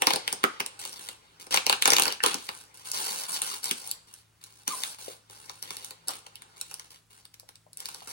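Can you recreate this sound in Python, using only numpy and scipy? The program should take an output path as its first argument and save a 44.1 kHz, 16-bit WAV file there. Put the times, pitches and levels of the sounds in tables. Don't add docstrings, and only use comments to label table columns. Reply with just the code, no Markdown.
import sys
import numpy as np
from scipy import signal
from scipy.fft import rfft, irfft, next_fast_len
from scipy.io import wavfile
from scipy.ndimage import uniform_filter1d

SR = 44100
rng = np.random.default_rng(int(sys.argv[2]) if len(sys.argv) > 2 else 0)


def generate_wav(signal):
    frames = np.transpose(np.atleast_2d(signal))
    scaled = np.clip(frames, -1, 1) * 32767
    pcm = np.round(scaled).astype(np.int16)
    wavfile.write(sys.argv[1], SR, pcm)


N = 358091
TIME = np.arange(N) / SR


def from_db(db):
    return np.exp(np.asarray(db) * (np.log(10) / 20))


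def unit_energy(x):
    return x / np.sqrt(np.sum(x ** 2, axis=-1, keepdims=True) + 1e-20)


def in_time(rows):
    time_s, *columns = np.transpose(rows)
    return [np.interp(TIME, time_s, column) for column in columns]


def at_hz(points, hz):
    known_hz, values = np.transpose(points)
    return np.interp(np.log(np.maximum(hz, 1)), np.log(known_hz), values)


def band(x, hz, kind, order=2):
    sos = signal.butter(order, np.clip(hz, 10, .45 * SR), kind, fs=SR, output="sos")
    return signal.sosfilt(sos, x + 1e-18)


def drift(knots_per_s):
    knots = rng.standard_normal(N // 20)
    return np.interp(TIME * knots_per_s, np.arange(len(knots)), knots)


def convolve(x, response):
    return signal.oaconvolve(np.atleast_2d(x), np.atleast_2d(response), axes=-1)[:, :N]


def coloured(x, spectrum, size=2048):
    level_db = at_hz(spectrum, np.fft.rfftfreq(size, 1 / SR))
    cepstrum = irfft(np.log(from_db(level_db)))
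    cepstrum[1:size // 2] *= 2
    cepstrum[size // 2 + 1:] = 0
    return convolve(x, unit_energy(irfft(np.exp(rfft(cepstrum)))))


def tilted(x, tilt_db, pivots_hz=(2000, 6000), slope=0.27):
    up = from_db(tilt_db * slope)
    for hz in pivots_hz:
        bass = band(x, hz, "low", order=1)
        x = (bass / up + (x - bass) * up) / np.sqrt((up ** 2 + up ** -2) / 2)
    return x


# (frequency [Hz], level per Hz [dB])
ROOM_COLOUR = [(30, -20.5), (60, -5), (100, -10.5), (200, -13.5), (550, -22.5), (1300, -21.5), (4000, -26),
               (15000, -27)]
# (frequency [Hz], level [dB rms])
HUM = [(107.7, -72.5), (161.5, -77.5)]


def room_tone(air_db=-68, side_db=-6, waver_db=3.5):
    mid, side = coloured(rng.standard_normal((2, N)), ROOM_COLOUR)
    hum = np.zeros(N)
    for hz, level_db in HUM:
        gain = np.sqrt(2) * from_db(level_db + waver_db * drift(9.6))
        hum = hum + gain * np.sin(2 * np.pi * (hz * TIME + rng.random()))
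    return hum + from_db(air_db) * (mid + from_db(side_db) * side * [[1], [-1]])


# (frequency [Hz], t60 [s])
ROOM_T60 = [(200, 0.25), (7000, 0.38), (15000, 0.028)]
# (least [s], most [s])
RIGHT_LAG_S = (.00039, .00046)


def sound_path(near_db=0.0, near_s=0.0018, near_top_hz=8000, early_db=-5.0, early_s=0.012,
               early_gap_s=.005, late_db=-7.5, late_rise_s=0.0069, size=22050):
    t = np.arange(size) / SR
    direct = np.zeros((2, size))
    lag_s = rng.uniform(*RIGHT_LAG_S)
    direct[0, 0] = direct[1, round(lag_s * SR)] = 1
    near, early, late = rng.standard_normal((3, 2, size))
    near = near * np.exp(-t / near_s) * (t > [[0], [lag_s]])
    near = unit_energy(band(near, [1200, near_top_hz], "band", order=1))
    early = band(early, 6000, "low", order=1)
    early = unit_energy(early * np.exp(-t / early_s) * (t > early_gap_s))
    edges_hz = np.geomspace(60, 18000, num=9)
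    tail = np.zeros((2, size))
    for k, (low, high) in enumerate(zip(edges_hz, edges_hz[1:])):
        decay = from_db(-60 * t / at_hz(ROOM_T60, np.sqrt(low * high)))
        tail += band(late, [low, high], "band") * decay * (-1) ** k
    tail = unit_energy(tail * (1 - np.exp(-t / late_rise_s)))
    echoes = from_db(early_db) * early + from_db(late_db) * tail
    mid, side = echoes[0], band(echoes[1], 340, "high", order=1)
    return direct + from_db(near_db) * near + (mid + side * [[1], [-1]]) / np.sqrt(2)


def workshop(x, moves_per_s=35, count=5):
    spot = np.cumsum(moves_per_s * 2 * rng.random(N)) / SR + drift(10)
    out = 0
    for k in range(count):
        away = np.abs((spot - k + count / 2) % count - count / 2)
        share = np.sqrt(np.maximum(1 - away, 0))
        out = out + convolve(x * share, sound_path())
    return out


# (frequency [Hz], left minus right [dB])
LEFT_LOUDER = [(150, 1.5), (600, 3.5), (1200, 1), (4400, 1), (8000, -1), (15000, -3.5)]


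def off_centre(x):
    size = next_fast_len(N + 4096)
    lean_db = at_hz(LEFT_LOUDER, np.fft.rfftfreq(size, 1 / SR))
    return irfft(rfft(x, size) * from_db([lean_db / 2, -lean_db / 2]), size)[:, :N]


# (time [s], level [dB])
JERKS = [(.441, -39)]
# (frequency [Hz], level [dB], t60 [s])
PANEL = [(373, -10, 0.19), (1220, -2, 0.3), (1300, 6.5, 0.12), (1430, -11, 0.31)]


def panel_ring(vary_db=2.5):
    time_s, level_db = np.transpose(JERKS)
    chance, out = rng.standard_normal((len(JERKS), len(PANEL))), np.zeros(N)
    for k, (hz, mode_db, t60_s) in enumerate(PANEL):
        clicks = np.full(N, 1e-18)
        clicks[(time_s * SR).astype(int)] = from_db(level_db + mode_db + vary_db * chance[:, k])
        r, w = from_db(-60 / (t60_s * SR)), 2 * np.pi * hz / SR
        out += (-1) ** k * signal.lfilter([0, np.sin(w)], [1, -2 * r * np.cos(w), r * r], clicks)
    return out


# (time [s], pitch [Hz], level [dB])
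SHORT_RINGS = [(.076, 325, -26), (0.137, 507, -19), (.439, 334, -15.5), (0.4395, 1280, -10),
               (2.2035, 1760, -25.5), (2.267, 293, -26.5), (2.349, 236, -27), (2.492, 460, -36),
               (3.713, 253, -32.5), (4.681, 266, -30), (5.081, 470, -29), (6.09, 790, -26.5),
               (6.264, 2840, -43.5), (6.356, 2920, -39), (7.431, 590, -51), (7.665, 645, -47.5),
               (8.02, 780, -39)]


def short_rings(width_at_1khz_hz=240, overtone=1.55, overtone_db=-10, swell_cycles=0.92, size=2048):
    out, t = np.zeros(N + size), np.arange(size) / SR
    for time_s, hz, level_db in SHORT_RINGS:
        phase, start = 2 * np.pi * hz * t, int(time_s * SR)
        width_hz = width_at_1khz_hz * np.sqrt(hz / 1000)
        ring = np.sin(phase) - from_db(overtone_db) * np.sin(overtone * phase)
        ring = ring * np.exp(-np.pi * width_hz * t) * (1 - np.exp(-hz * t / swell_cycles))
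        out[start:start + size] += from_db(level_db) * unit_energy(ring)
    return out[:N]


# (time [s], pitch before jitter [Hz], level [dB])
SQUEAKS = [
    [(2.238, 495, -32), (2.25, 480, -34), (2.34, 308, -67)],
    [(4.697, 1086, -46), (4.713, 1210, -39.5), (4.735, 1030, -39), (4.755, 1004, -57), (4.81, 1030, -62)],
]


def squeaks(jitter=0.023, octave_db=-16):
    out = np.zeros(N)
    for curve in SQUEAKS:
        hz, level_db = in_time(curve)
        phase = 2 * np.pi * np.cumsum(hz * (1 + jitter * drift(550))) / SR
        tone = np.sin(phase) + from_db(octave_db) * np.sin(2 * phase)
        out += tone * from_db(level_db) * (TIME > curve[0][0]) * (TIME < curve[-1][0])
    return out


EASE_DB_PER_S, RELEASE_DB_PER_S = 14.5, 271.5


def strokes(rows, attack_s):
    power = np.zeros(N)
    for start_s, length_s, level_db in rows:
        first = max(int(start_s * SR), 0)
        t = TIME[:N - first][:SR]
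        fall_db = EASE_DB_PER_S * t + RELEASE_DB_PER_S * np.maximum(t - length_s, 0)
        power[first:first + len(t)] += (np.minimum(t / attack_s, 1) * from_db(level_db - fall_db)) ** 2
    return np.sqrt(power)


BUILD_DB, BUILD_DB_PER_S = -8.5, 2201.5
SETTLE_DB, SETTLE_DB_PER_S = -23, 235


def around_snaps():
    time_s, level_db, _ = np.transpose(SNAPS)
    kicks = np.full(N, 1e-18)
    kicks[(time_s * SR).astype(int)] = from_db(level_db) ** 2
    before = signal.lfilter([1], [1, -from_db(-BUILD_DB_PER_S / SR) ** 2], kicks[::-1])[::-1]
    after = signal.lfilter([1], [1, -from_db(-SETTLE_DB_PER_S / SR) ** 2], kicks)
    return np.sqrt(before * from_db(BUILD_DB) ** 2 + after * from_db(SETTLE_DB) ** 2)


def slip_train(per_s, spread_db, cap=4):
    at = np.flatnonzero(rng.random(N) < per_s / SR)
    sizes = rng.standard_exponential(N // 4)
    signs = rng.choice([-1, 1], N // 4)
    out = np.zeros(N)
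    size_db = spread_db * np.minimum(np.resize(sizes, len(at)), cap)
    out[at] = from_db(size_db) * np.resize(signs, len(at))
    return out


def crackle(gain, per_s, tilt_db, flicker_db, fizz_db, spread_db=3.0, clump_db=5.0, clumps_per_s=200):
    uneven = (1000 / max(per_s, 100)) ** .3
    slips = slip_train(per_s * from_db(clump_db * uneven * drift(clumps_per_s)), spread_db)
    slips = slips / np.sqrt(np.maximum(uniform_filter1d(slips ** 2, size=900), 1e-3))
    slips = slips + from_db(fizz_db) * rng.standard_normal(N)
    return tilted(slips, tilt_db) * gain * from_db(flicker_db * uneven * drift(60))


def ticks(gain, per_s=45, spread_db=3.0, tilt_db=8):
    return tilted(slip_train(per_s, spread_db, cap=6.8) * gain, tilt_db)


def stretched(x, span, width=0.28):
    width = np.clip(width, .01, .8)
    out = x
    for hz, level_db in span:
        out = out + from_db(level_db) * band(x, [hz * (1 - width), hz * (1 + width)], "band", order=1)
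    return out


def gliding_resonance(x, curve, width_hz=220):
    turn = np.exp(2j * np.pi * np.cumsum(in_time(curve)[0]) / SR)
    r = np.exp(-np.pi * width_hz / SR)
    return 2 * np.real(turn * signal.lfilter([1 - r], [1, -r], x / turn + 1e-18))


def wandering(x, depth_db=2.0, per_s=28, count=14):
    edges_hz = np.geomspace(600, 11000, num=count + 1)
    peaks = np.zeros(N)
    for low, high in zip(edges_hz, edges_hz[1:]):
        peaks += (from_db(depth_db * drift(per_s)) - 1) * band(x, [low, high], "band", order=1)
    return unit_energy(x + peaks) * np.sqrt(np.sum(x ** 2))


# (start [s], length [s], level [dB])
RIPS = [(.074, 0.045, -30.5), (1.506, 0.044, -24.5), (1.69, 0.034, -30), (1.86, 0.25, -30),
        (2.24, 0.071, -28)]
# (start [s], length [s], level [dB])
PEELS = [(2.845, 0.044, -41), (2.93, 0.12, -33.5), (3.058, .18, -35), (3.28, 0.044, -37.5),
         (3.325, 0.038, -33.5), (3.419, 0.13, -36), (3.625, 0.074, -36.5), (3.75, 0.16, -45),
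         (4.68, .23, -39), (4.98, 0.14, -45)]
# (start [s], length [s], level [dB])
PICKS = [(.79, 0.1, -45), (.92, 0.19, -47.5), (1.395, 0.032, -50.5), (2.38, 0.25, -50.5),
         (2.74, 0.081, -54.5), (4.07, 0.13, -61), (4.41, 0.32, -59), (5.295, 0.3, -54), (5.62, 0.27, -49),
         (6.072, 0.073, -44.5), (6.56, 0.29, -55), (6.9, 0.043, -54.5), (7.1, 0.1, -60), (7.78, 0.37, -51),
         (8.07, 0.034, -43)]
# (time [s], level [dB])
STIR = [(0, -45), (1.3, -58), (3.95, -58), (4.25, -69.5), (6.5, -56.5), (7.05, -77)]
# (frequency [Hz], added level [dB])
SHORT_SPAN = [(2650, 1)]
LONG_SPAN = [(1550, -12), (4500, -10)]
# (time [s], frequency [Hz])
SPAN_NOTE = [(2.88, 1250), (2.98, 920), (3.239, 564), (3.301, 1104), (3.381, 676), (3.44, 1387),
             (3.701, 666)]
# (frequency [Hz], level per Hz [dB])
PEEL_COLOUR = [(50, -19.5), (220, -5), (500, -1.5), (640, -7), (830, 1.5), (1450, -1), (2000, -5.5),
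               (2900, -2), (4500, -2.5), (7500, -4.5), (9200, 1.5), (12000, -2.5), (15500, -2.5)]


def worked_film(rip_db=-8.0, peel_db=-3.0, pick_db=-0.5, tick_db=14, note_db=1.0, stir_top_hz=2200):
    rip = np.hypot(strokes(RIPS, attack_s=0.0046), around_snaps())
    peel = strokes(PEELS, attack_s=0.0059)
    pick = strokes(PICKS, attack_s=0.003)
    ripping = crackle(rip, per_s=900, tilt_db=-5.0, flicker_db=0.5, fizz_db=-13)
    ripping = stretched(ripping, SHORT_SPAN)
    peeling = crackle(peel, per_s=1450, tilt_db=6.0, flicker_db=1.0, fizz_db=-18.5)
    peeling = stretched(peeling, LONG_SPAN, width=0.067)
    peeling = peeling + from_db(note_db) * gliding_resonance(peeling, SPAN_NOTE)
    picking = crackle(pick, per_s=450, tilt_db=0, flicker_db=1.0, fizz_db=-9)
    brushing = from_db(in_time(STIR)[0]) * band(rng.standard_normal(N), stir_top_hz, "low", order=1)
    film = from_db(rip_db) * ripping + from_db(peel_db) * peeling + from_db(pick_db) * picking + brushing
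    creases = from_db(tick_db) * ticks(np.hypot(pick, peel / 2))
    return coloured(wandering(film) + creases, PEEL_COLOUR)


def dispersed(x, corner_hz=580, count=12):
    pole = np.exp(-2 * np.pi * corner_hz / SR)
    for _ in range(count):
        x = signal.lfilter([-pole, 1], [1, -pole], x + 1e-18)
    return x


# (time [s], level [dB], treble tilt before slope [dB])
SNAPS = [(0.0203, -13, -11.5), (0.07, -8, -37), (0.106, -16, -12), (0.1349, -15.5, -26),
         (0.1594, -18.5, -20), (0.2776, -16.5, -28), (0.3271, -20.5, -8), (0.439, -15, -11.5),
         (0.603, -18.5, -14.5), (0.662, -30, 1), (0.852, -28.5, 3), (1.088, -30, -5), (1.468, -36.5, -29),
         (1.5429, -16, -2), (1.5622, -21.5, 4), (1.573, -14.5, -21), (1.6655, -17.5, -10),
         (1.6963, -12.5, -16), (1.7268, -18, -14), (1.8225, -14, -16.5), (1.856, -11.5, -12),
         (1.8766, -14, -10), (1.882, -20, -18), (1.9034, -13.5, -9), (1.9194, -15, -17), (1.934, -11.5, -5),
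         (1.966, -15.5, -4), (1.9838, -14, -9), (1.9969, -14.5, -0.5), (2.0211, -14, -7),
         (2.035, -20.5, -5), (2.0546, -18.5, -17), (2.0664, -22.5, -17), (2.0799, -17.5, -27),
         (2.124, -26, 0), (2.2369, -10.5, -23), (2.2624, -13, -10), (2.343, -19, -12), (2.49, -25, -21),
         (2.916, -27, 16), (3.418, -24, 10), (3.642, -27.5, 17), (3.7114, -18.5, 0.5), (3.8742, -37, 36),
         (3.913, -26.5, 33), (4.1388, -40.5, 8), (4.439, -41.5, 33), (4.6781, -20, -2.5),
         (4.8353, -21.5, -9), (5.298, -42.5, -12.5), (5.496, -31.5, -15), (5.626, -32.5, -2),
         (5.706, -30, -7), (5.768, -35.5, 0), (5.846, -37, 31), (5.908, -33.5, -3), (6.0832, -26.5, 5.5),
         (6.09, -27.5, -18), (6.266, -40, -3), (6.3555, -42, 14), (6.4204, -40, -8), (6.6123, -28.5, 9),
         (6.712, -35, -26), (6.7411, -34, 1), (6.7962, -37.5, -6), (7.253, -44, 9), (7.3416, -44.5, 3),
         (7.3975, -43, 16), (7.4895, -38.5, -11), (7.556, -47.5, 2.5), (7.731, -47, 18.5), (7.772, -41, 25),
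         (7.803, -37.5, 19), (7.8565, -31, 10), (7.8864, -33, -4), (7.946, -35.5, 0)]
# (frequency [Hz], level per Hz [dB])
SNAP_COLOUR = [(50, -28), (220, -15), (520, -5.5), (640, -12.5), (800, -2), (1400, -6), (2000, -10.5),
               (3000, -6), (4500, -2.5), (7500, -5.5), (9000, 2), (11500, -0.5), (15500, -7)]


def snaps(rise_s=.0004, flutter_s=0.0003, crack_db=3.0, crack_low_hz=9000, crack_per_tilt=0.18,
          facet_db=-8.5, facet_width_hz=600, count=6, size=512):
    (bodies, cracks), t = np.zeros((2, N + size)), np.arange(size) / SR
    for time_s, level_db, tilt_db in SNAPS:
        decay_s = flutter_s * 2 ** rng.uniform(-0.24, 1)
        shape = (1 - np.exp(-t / rise_s)) * np.exp(-t / decay_s)
        flutter = unit_energy(band(rng.standard_normal(size), crack_low_hz, "low", order=1) * shape)
        facets_hz = np.exp(rng.uniform(np.log(1800), np.log(11000), (count, 1)))
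        facets = np.sum(np.sin(2 * np.pi * facets_hz * t), axis=0)
        facets = unit_energy(facets * np.exp(-np.pi * facet_width_hz * t))
        body = tilted(flutter + from_db(facet_db) * facets, tilt_db)
        start = int(time_s * SR)
        bodies[start:start + size] += from_db(level_db) * body
        cracks[start + int(rise_s * SR)] += from_db(level_db + crack_db + crack_per_tilt * tilt_db)
    return dispersed(coloured(bodies[:N], SNAP_COLOUR)) + band(cracks[:N], crack_low_hz, "high")


# (from [s], to [s])
TAUT_S = (1.5, 2)


def scene(snap_db=16.0, panel_db=3.0, short_ring_db=14.5, bodies_low_hz=200):
    snapping = from_db(snap_db) * snaps()
    taut = (TIME > TAUT_S[0]) & (TIME < TAUT_S[1])
    film = stretched(snapping * taut, SHORT_SPAN) + snapping * ~taut + worked_film()
    bodies = from_db(panel_db) * panel_ring() + from_db(short_ring_db) * short_rings()
    heard = workshop(film + band(bodies, bodies_low_hz, "high"))
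    heard = heard + convolve(squeaks(), sound_path())
    return off_centre(heard + room_tone())


CUTOFF_HZ = 16000


def record(dry, opposed_db=-17):
    mid, side = (dry[0] + dry[1]) / 2, (dry[0] - dry[1]) / 2
    notch = signal.butter(3, [11900, 14700], "stop", fs=SR, output="sos")
    notched = signal.sosfiltfilt(notch, mid)
    mid = notched + from_db(opposed_db) * (mid - notched)
    side = signal.sosfiltfilt(signal.butter(6, 15200, fs=SR, output="sos"), side)
    pair = np.clip(mid + side * [[1], [-1]], -1, 1)
    return signal.sosfilt(signal.ellip(8, .3, 75, CUTOFF_HZ, fs=SR, output="sos"), pair)


dry = scene()
out = record(dry)
generate_wav(out)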